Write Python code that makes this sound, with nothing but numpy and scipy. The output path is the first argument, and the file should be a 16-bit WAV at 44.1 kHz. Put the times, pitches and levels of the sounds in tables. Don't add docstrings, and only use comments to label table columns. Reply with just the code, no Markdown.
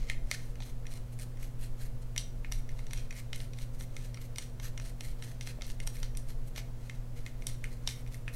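import sys
import numpy as np
from scipy import signal
from scipy.fft import rfft, irfft, next_fast_len
from scipy.io import wavfile
from scipy.ndimage import map_coordinates

SR = 44100
rng = np.random.default_rng(int(sys.argv[2]) if len(sys.argv) > 2 else 0)


def bounce(signal):
    frames = np.transpose(np.atleast_2d(signal))
    limited = np.clip(frames, -1, 1)
    pcm = np.round(limited * 32767).astype(np.int16)
    wavfile.write(sys.argv[1], SR, pcm)


N = 368569

# (time [s], base strike level [dB], cup strike level [dB], wire strike level [dB],
# wire tilt [dB per octave], pitch of the struck wire [Hz])
KNOCKS = [(0.0987, -45, -24.5, -26.5, -6, 3100.0), (0.3133, -34.5, -24.5, -21, -1, 4640),
          (0.3456, -49.0, -39, -40, 4, 6000.0), (0.5561, -55, -48, -48, -6, 6000.0),
          (0.604, -41, -44, -39.5, -10, 4600.0), (0.623, -52, -46, -37.5, -14, 3860),
          (0.855, -67.0, -44.0, -58.0, -2, 11800.0), (0.8677, -64, -43, -40, -4, 5940),
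          (0.938, -59, -57.0, -41.5, 2, 9500.0), (0.9742, -70, -58, -45, 1, 8700.0),
          (1.1894, -58.0, -46, -42, 6, 9000.0), (1.1973, -70, -44, -40.5, 5, 8900.0),
          (1.3718, -61.0, -46, -52, -2, 5100.0), (1.4293, -64.0, -45, -44, 6, 12500.0),
          (1.7986, -68.0, -55, -54, 2, 5900.0), (2.1624, -47, -34.5, -33.5, -2, 5600.0),
          (2.1784, -51, -34.5, -18, -5.5, 5900.0), (2.4465, -48, -35, -44.5, -12, 4130),
          (2.5172, -47.0, -44, -40, 2, 5600.0), (2.5216, -43.5, -39, -26.0, -1, 5700),
          (2.6914, -68.0, -42.5, -42, -5, 5970), (2.791, -47, -41.5, -44, -3, 4100.0),
          (2.868, -59, -47, -42.0, -7, 5940), (2.9089, -54.0, -45.5, -38, -7, 6000.0),
          (2.9332, -41, -37, -30.5, 0.5, 11600), (2.976, -57, -58, -40.0, -2, 5730),
          (3.108, -57, -36, -35.5, -6, 5840), (3.1263, -58.0, -43, -44, 1, 9400.0),
          (3.17, -68.0, -52, -46, 0, 5400.0), (3.3308, -41, -33.5, -29, -11.5, 8900),
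          (3.36, -63, -44, -35, 3, 11700), (3.403, -52, -42, -37, -9, 4070),
          (3.5343, -56, -45.5, -42.5, -6, 5500.0), (3.587, -50.0, -43.5, -39.5, -4, 8900.0),
          (3.809, -46, -45.5, -39.0, -4, 5700), (3.9662, -48, -40.5, -35, -3, 4870),
          (4.144, -65.0, -39.5, -37.5, -6, 5430), (4.1727, -46, -42, -42.5, -5, 3600.0),
          (4.3596, -64, -44.0, -36, -4, 5300), (4.3837, -39, -34.5, -24.5, -3.5, 8740),
          (4.5989, -46, -43, -37.5, -6, 3100.0), (4.643, -52, -45, -43, 9, 5700.0),
          (4.777, -49, -37, -34.0, -5, 6000.0), (4.799, -43, -43.0, -38, -6, 5600.0),
          (5.008, -45.0, -41, -31, -4, 5500), (5.224, -48, -41, -36.5, -6.5, 8600),
          (5.4102, -57, -40.5, -31.5, -8, 5800.0), (5.4729, -48, -39.5, -39.5, 3, 5700.0),
          (5.6105, -47, -43.0, -41, -8, 3600.0), (5.6203, -45, -40.5, -30, -12, 5800.0),
          (5.667, -61.0, -52.0, -40, 6, 11400.0), (5.701, -50, -41.5, -35.5, -9, 7700.0),
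          (5.802, -51.0, -36.5, -33.0, -2, 5400), (5.8692, -58, -49, -35.5, -2, 9300.0),
          (5.8739, -40.5, -38, -26, 1, 6000.0), (5.9676, -68.0, -48, -43, 0, 5930),
          (6.0304, -39.5, -37, -30.0, -7.5, 5800.0), (6.1506, -68.0, -49, -45, -8, 5900.0),
          (6.1719, -57.0, -43.5, -32, 1.5, 9200), (6.2874, -71, -56, -46.5, 6, 12000.0),
          (6.561, -55, -42, -34, -4, 5860), (6.5791, -40, -33.5, -33, -10, 5700.0),
          (6.897, -53, -36.5, -38.5, -5, 3100.0), (7.2635, -49, -37, -38.0, -6, 7150),
          (7.422, -68.0, -46, -43.5, -6, 4200.0), (7.4687, -51.0, -41, -24, 1.5, 9200.0),
          (7.641, -56.0, -28, -34, 2, 6000.0), (7.875, -38.5, -32.5, -18.5, -7, 5800.0),
          (7.8894, -61, -37, -33, 1, 4200.0), (8.0639, -66, -48.5, -48, -6, 3600.0),
          (8.0757, -76, -51, -47.0, 2, 9200.0), (8.144, -61.0, -41.5, -39.5, 5, 11900),
          (8.2797, -58, -29.5, -39.0, -3, 3630)]
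# (pitch [Hz], relative level [dB], knocked ring t60 [s])
CAGE = [(626, -4.5, 0.012), (880, -2, 0.012), (1355, -3.5, 0.014), (1844, -1, 0.013), (2135, 2.5, 0.019),
        (2485, -1, 0.018), (2850, 1, 0.018), (3140, -4.5, 0.027), (3620, 10.5, 0.0045), (3900, -6.5, 0.025),
        (4205, -9.5, 0.019), (4590, -12, 0.046), (5240, 2.5, 0.0043), (5746, -1, 0.024), (6070, 1, 0.0064),
        (6940, 0.5, 0.0066), (7870, 2.5, 0.006), (8750, 0.5, 0.017), (9210, 2, 0.016), (9995, 3, 0.0079),
        (11560, 7, 0.0098), (13200, -4, 0.014), (14200, -33, 0.0083)]


def from_db(db):
    return 10 ** (np.asarray(db) / 20)


def rms_one(x):
    return x / np.sqrt(np.mean(x ** 2) + 1e-20)


def at_hz(points, hz):
    point_hz, point_db = np.transpose(points)
    return np.interp(np.log(hz), np.log(point_hz), point_db)


def coloured(spectrum):
    size = next_fast_len(N)
    hz = np.maximum(np.arange(size // 2 + 1), 1) * SR / size
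    white = rfft(rng.standard_normal(size))
    return rms_one(irfft(white * from_db(at_hz(spectrum, hz)), size)[:N])


def drift(knots_per_s):
    knots = rng.standard_normal(600)
    return map_coordinates(knots, [np.arange(N) / SR * knots_per_s + 5], order=3)


def ring(excitation, hz, t60):
    radius = from_db(-60 / (t60 * SR))
    angle = 2 * np.pi * hz / SR
    return signal.lfilter([.5, 0, -.5], [1, -2 * radius * np.cos(angle), radius ** 2], excitation)


def machine():
    # (pitch [Hz], rms level [dB])
    hum = [(119.9, -46.5), (239.9, -59), (359.8, -71.5), (479.7, -74)]
    # (centre [Hz], width [Hz], rms level [dB])
    humps = [(118.2, 7, -60.5), (162.8, 5.3, -62.5), (282, 40, -69), (365.6, 13, -81), (471, 26, -65.5),
             (539, 21, -69), (590, 49, -71), (666, 3.9, -73)]
    t = np.arange(N) / SR
    out = np.zeros(N)
    for hz, db in hum:
        out += np.sqrt(2) * from_db(db) * np.sin(2 * np.pi * (hz * t + rng.random()))
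    for hz, width, db in humps:
        t60 = np.log(1000) / np.pi / width
        out += from_db(db) * rms_one(ring(rng.standard_normal(N), hz, t60))
    return out


def air():
    # (frequency [Hz], relative density [dB per Hz])
    air_spectrum = [(2.9, -27), (5.0, 9), (32, 7), (46, -3.5), (75, -14), (124, -5.5), (192, -30.5),
                    (243, -23), (308, -27), (477, -30), (766, -32), (2110, -41), (3060, -44), (9010, -47.5),
                    (16000, -50.5)]
    # (time [s], level [dB])
    rumble = [(0.0, -30), (.6, -38.5), (1.2, -40), (1.65, -35), (2.2, -37.5), (2.55, -33), (2.9, -35.5),
              (3.7, -36.5), (4.4, -38.5), (5.4, -39), (5.7, -38), (6.2, -33), (6.6, -39.5), (7.1, -39),
              (7.4, -37.5), (7.6, -37.5), (8.36, -40.5)]
    noise = coloured(air_spectrum)
    deep = signal.sosfiltfilt(signal.butter(3, 40, fs=SR, output="sos"), noise)
    time_s, level_db = np.transpose(rumble)
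    rumble_db = np.interp(np.arange(N) / SR, time_s, level_db)
    return from_db(-39) * (noise - deep) + from_db(rumble_db) * rms_one(deep)


def opposed_noise():
    # (frequency [Hz], relative density [dB per Hz])
    noise_spectrum = [(35, -48), (60, -12), (698, -5.5), (767, -5), (1040, -15.5), (5330, -7),
                      (14600, -2.5), (16000, -10)]
    return from_db(-82) * coloured(noise_spectrum) * [[1], [-1]]


def wire_colour(hz, tilt_db, struck_hz):
    arch_hz, bend_db = 5800, 10
    struck_db, struck_octaves = 7, 0.084
    octaves = np.log2(hz / arch_hz)
    near = np.exp(-(np.log2(hz / struck_hz) / struck_octaves) ** 2)
    return tilt_db * octaves - bend_db * octaves ** 2 + struck_db * near


def pressure():
    # (peak time [s], rise plus fall to 1/e of the power [s], level before colouring [dB],
    # extra weight on the low modes [dB])
    strokes = [(0.003, 0.1, -67, 6.5), (0.097, 0.036, -56.5, 5), (0.333, 0.091, -58, 1.5),
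               (0.463, 0.079, -64.5, 0), (0.665, .055, -59, 0.5), (0.937, 0.061, -58, 0.5),
               (1.132, .017, -61, -3), (1.213, 0.047, -56.5, -2), (1.433, 0.049, -59.5, 0),
               (1.634, 0.044, -55, -1.5), (1.828, 0.055, -57.5, -0.5), (2.028, 0.019, -65, -1),
               (2.554, 0.057, -59, -2), (2.8, 0.13, -70.5, 1), (2.974, 0.09, -62.5, 3.5),
               (3.182, .04, -55.5, -0.5), (3.405, 0.056, -57.5, 1), (3.606, 0.05, -55, 0.5),
               (3.742, 0.032, -65.5, -1), (3.816, 0.042, -56, -1.5), (4.008, 0.11, -61, 0.5),
               (4.227, 0.045, -57, -0.5), (4.414, 0.076, -58, 0), (4.652, 0.044, -54.5, 1),
               (4.855, 0.063, -57.5, -0.5), (5.06, 0.072, -57.5, -0.5), (5.261, 0.093, -60, 0.5),
               (5.481, 0.051, -56.5, 1), (5.689, .043, -56, -0.5), (5.875, 0.018, -52, -1),
               (5.965, 0.092, -59, -1), (6.176, 0.025, -66.5, 1), (6.301, .044, -61, 0.5),
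               (6.484, .037, -67, -3), (6.573, 0.029, -52, 3), (6.887, 0.1, -64.5, 1),
               (7.18, 0.042, -63.5, 0.5), (7.265, .043, -64, 0.5), (7.426, .07, -68, 0),
               (7.506, 0.054, -60, 3), (7.715, 0.07, -61.5, -0.5), (7.918, 0.088, -57.5, 1),
               (8.144, 0.041, -59, -0.5), (8.357, 0.033, -50, -1)]
    # (level offset [dB], share of the extra weight [ratio])
    stroke_colour = [(-2, 1.3), (-0.5, 1.43), (-2.5, -0.28), (-5.5, -.5)]
    rise_share = .45
    rasp_delay_s, rasp_fall_s = 0.0084, 0.023
    rasp_cup_db, rasp_wire_db = -25, -28.5
    bands_hz = np.array([4600, 8300, 12300])

    colour_db, share = np.transpose(stroke_colour)
    bells = []
    for s, length, db, weight_db in strokes:
        level_db = db + colour_db + share * weight_db
        bells.append((s, rise_share * length, (1 - rise_share) * length, level_db))
    for s, base_db, cup_db, wire_db, tilt_db, struck_hz in KNOCKS:
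        wires_db = wire_db + rasp_wire_db + wire_colour(bands_hz, tilt_db, struck_hz)
        level_db = np.r_[cup_db + rasp_cup_db, wires_db]
        bells.append((s + rasp_delay_s, rasp_delay_s, rasp_fall_s, level_db))

    t = np.arange(N) / SR
    power = np.zeros((4, N))
    for s, rise, fall, db in bells:
        near = slice(max(round((s - .25) * SR), 0), round((s + .25) * SR))
        late = t[near] - s
        bell = np.exp(-(late / np.where(late < 0, rise, fall)) ** 2)
        power[:, near] += bell * from_db(db[:, None]) ** 2
    return np.sqrt(power)


def bristles():
    # (frequency [Hz], level [dB])
    drive = [(600, -27), (1400, 1), (2150, 9), (2900, -2), (4200, 3), (5100, -24), (5900, 7.5), (7500, -4),
             (9200, 4.5), (10400, 0), (11900, -7), (14000, -32)]
    flicks_per_s = 3000
    damping = .35
    edges_hz = [1400, 3100, 6800, 10100, 15000]
    direct_share = [0.63, 1.08, 1.1, 0.74]

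    sizes = from_db(2.7 * np.minimum(rng.exponential(1, N), 5)) * rng.choice([-1, 1], N)
    happens = rng.random(N) < flicks_per_s / SR
    flicks = sizes * happens * from_db(3 * drift(60))
    groups = np.zeros((4, N))
    for k, (hz, _, t60) in enumerate(CAGE):
        wander_db = 3 * drift(7)
        rung = rms_one(ring(flicks, hz, damping * t60))
        polarity = (-1) ** k
        group = np.searchsorted(edges_hz[1:-1], hz)
        groups[group] += polarity * from_db(at_hz(drive, hz) + wander_db) * rung
    out = np.zeros(N)
    for k, (gain, direct) in enumerate(zip(pressure(), direct_share)):
        snaps = flicks * rng.choice([-1, 1], N)
        band = signal.butter(2, edges_hz[k:k + 2], "band", fs=SR, output="sos")
        airborne = rms_one(signal.sosfilt(band, snaps))
        out += gain * rms_one(rms_one(groups[k]) + direct * airborne)
    return out


def workshop(x):
    t60_s, echo_db, build_up_s = 0.33, -9.5, 0.0014
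    t = np.arange(SR // 2) / SR
    tail = rng.standard_normal(len(t)) * from_db(-60 * t / t60_s)
    tail *= np.clip(t / build_up_s, 0, 1) ** 3
    tail /= np.sqrt(np.sum(tail ** 2))
    return from_db(echo_db) * signal.fftconvolve(x, tail)[:N]


def knocks():
    part_border_hz = [1500, 2700]
    longest_gap_s = 0.0008
    touch_spread_db = 1.5
    soft_hz = 3000

    rows = np.array(KNOCKS)
    hz, level_db, t60 = np.transpose(CAGE)
    gaps = rng.uniform(.2, 1, (len(rows), 4)) * [0, 1, 1, 1]
    touch_s = rows[:, :1] + longest_gap_s * np.cumsum(gaps, axis=1)
    at = np.round(touch_s * SR).astype(int)

    shape = (len(rows), 4, len(CAGE))
    polarity = np.sign(rng.standard_normal(shape))
    spread = from_db(touch_spread_db * rng.standard_normal(shape))
    touch = polarity * spread * [[1], [.45], [.35], [.25]]

    part = np.searchsorted(part_border_hz, hz)
    wires_db = (part == 2) * wire_colour(hz, rows[:, 4:5], rows[:, 5:])
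    weight = from_db(level_db + wires_db)
    shared = np.sqrt(weight ** 2 @ (part[:, None] == part))
    strength = from_db(rows[:, 1 + part]) * weight / shared

    body, wires = np.zeros(N), np.zeros(N)
    for k in range(len(CAGE)):
        clicks = np.zeros(N)
        np.add.at(clicks, at, strength[:, k, None] * touch[..., k])
        target = wires if part[k] == 2 else body
        target += ring(clicks, hz[k], t60[k])
    return signal.sosfilt(signal.butter(3, soft_hz, fs=SR, output="sos"), body) + wires


def tap():
    # (time [s], click level before smearing [dB], pitch [Hz], t60 [s])
    hollow_tap = (5.587, -40, 615, .04)
    s, click_db, hz, t60 = hollow_tap
    click = np.zeros(N)
    click[round(s * SR)] = from_db(click_db)
    smeared = signal.lfilter([.08], [1, -.92], click)
    return ring(smeared, hz, t60)


def scene():
    background = machine() + air() + opposed_noise()
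    brush = bristles() + knocks() + tap()
    return background + brush + workshop(brush)


def record(dry):
    return signal.sosfilt(signal.ellip(12, .3, 80, 15800, fs=SR, output="sos"), dry)


dry = scene()
out = record(dry)
bounce(out)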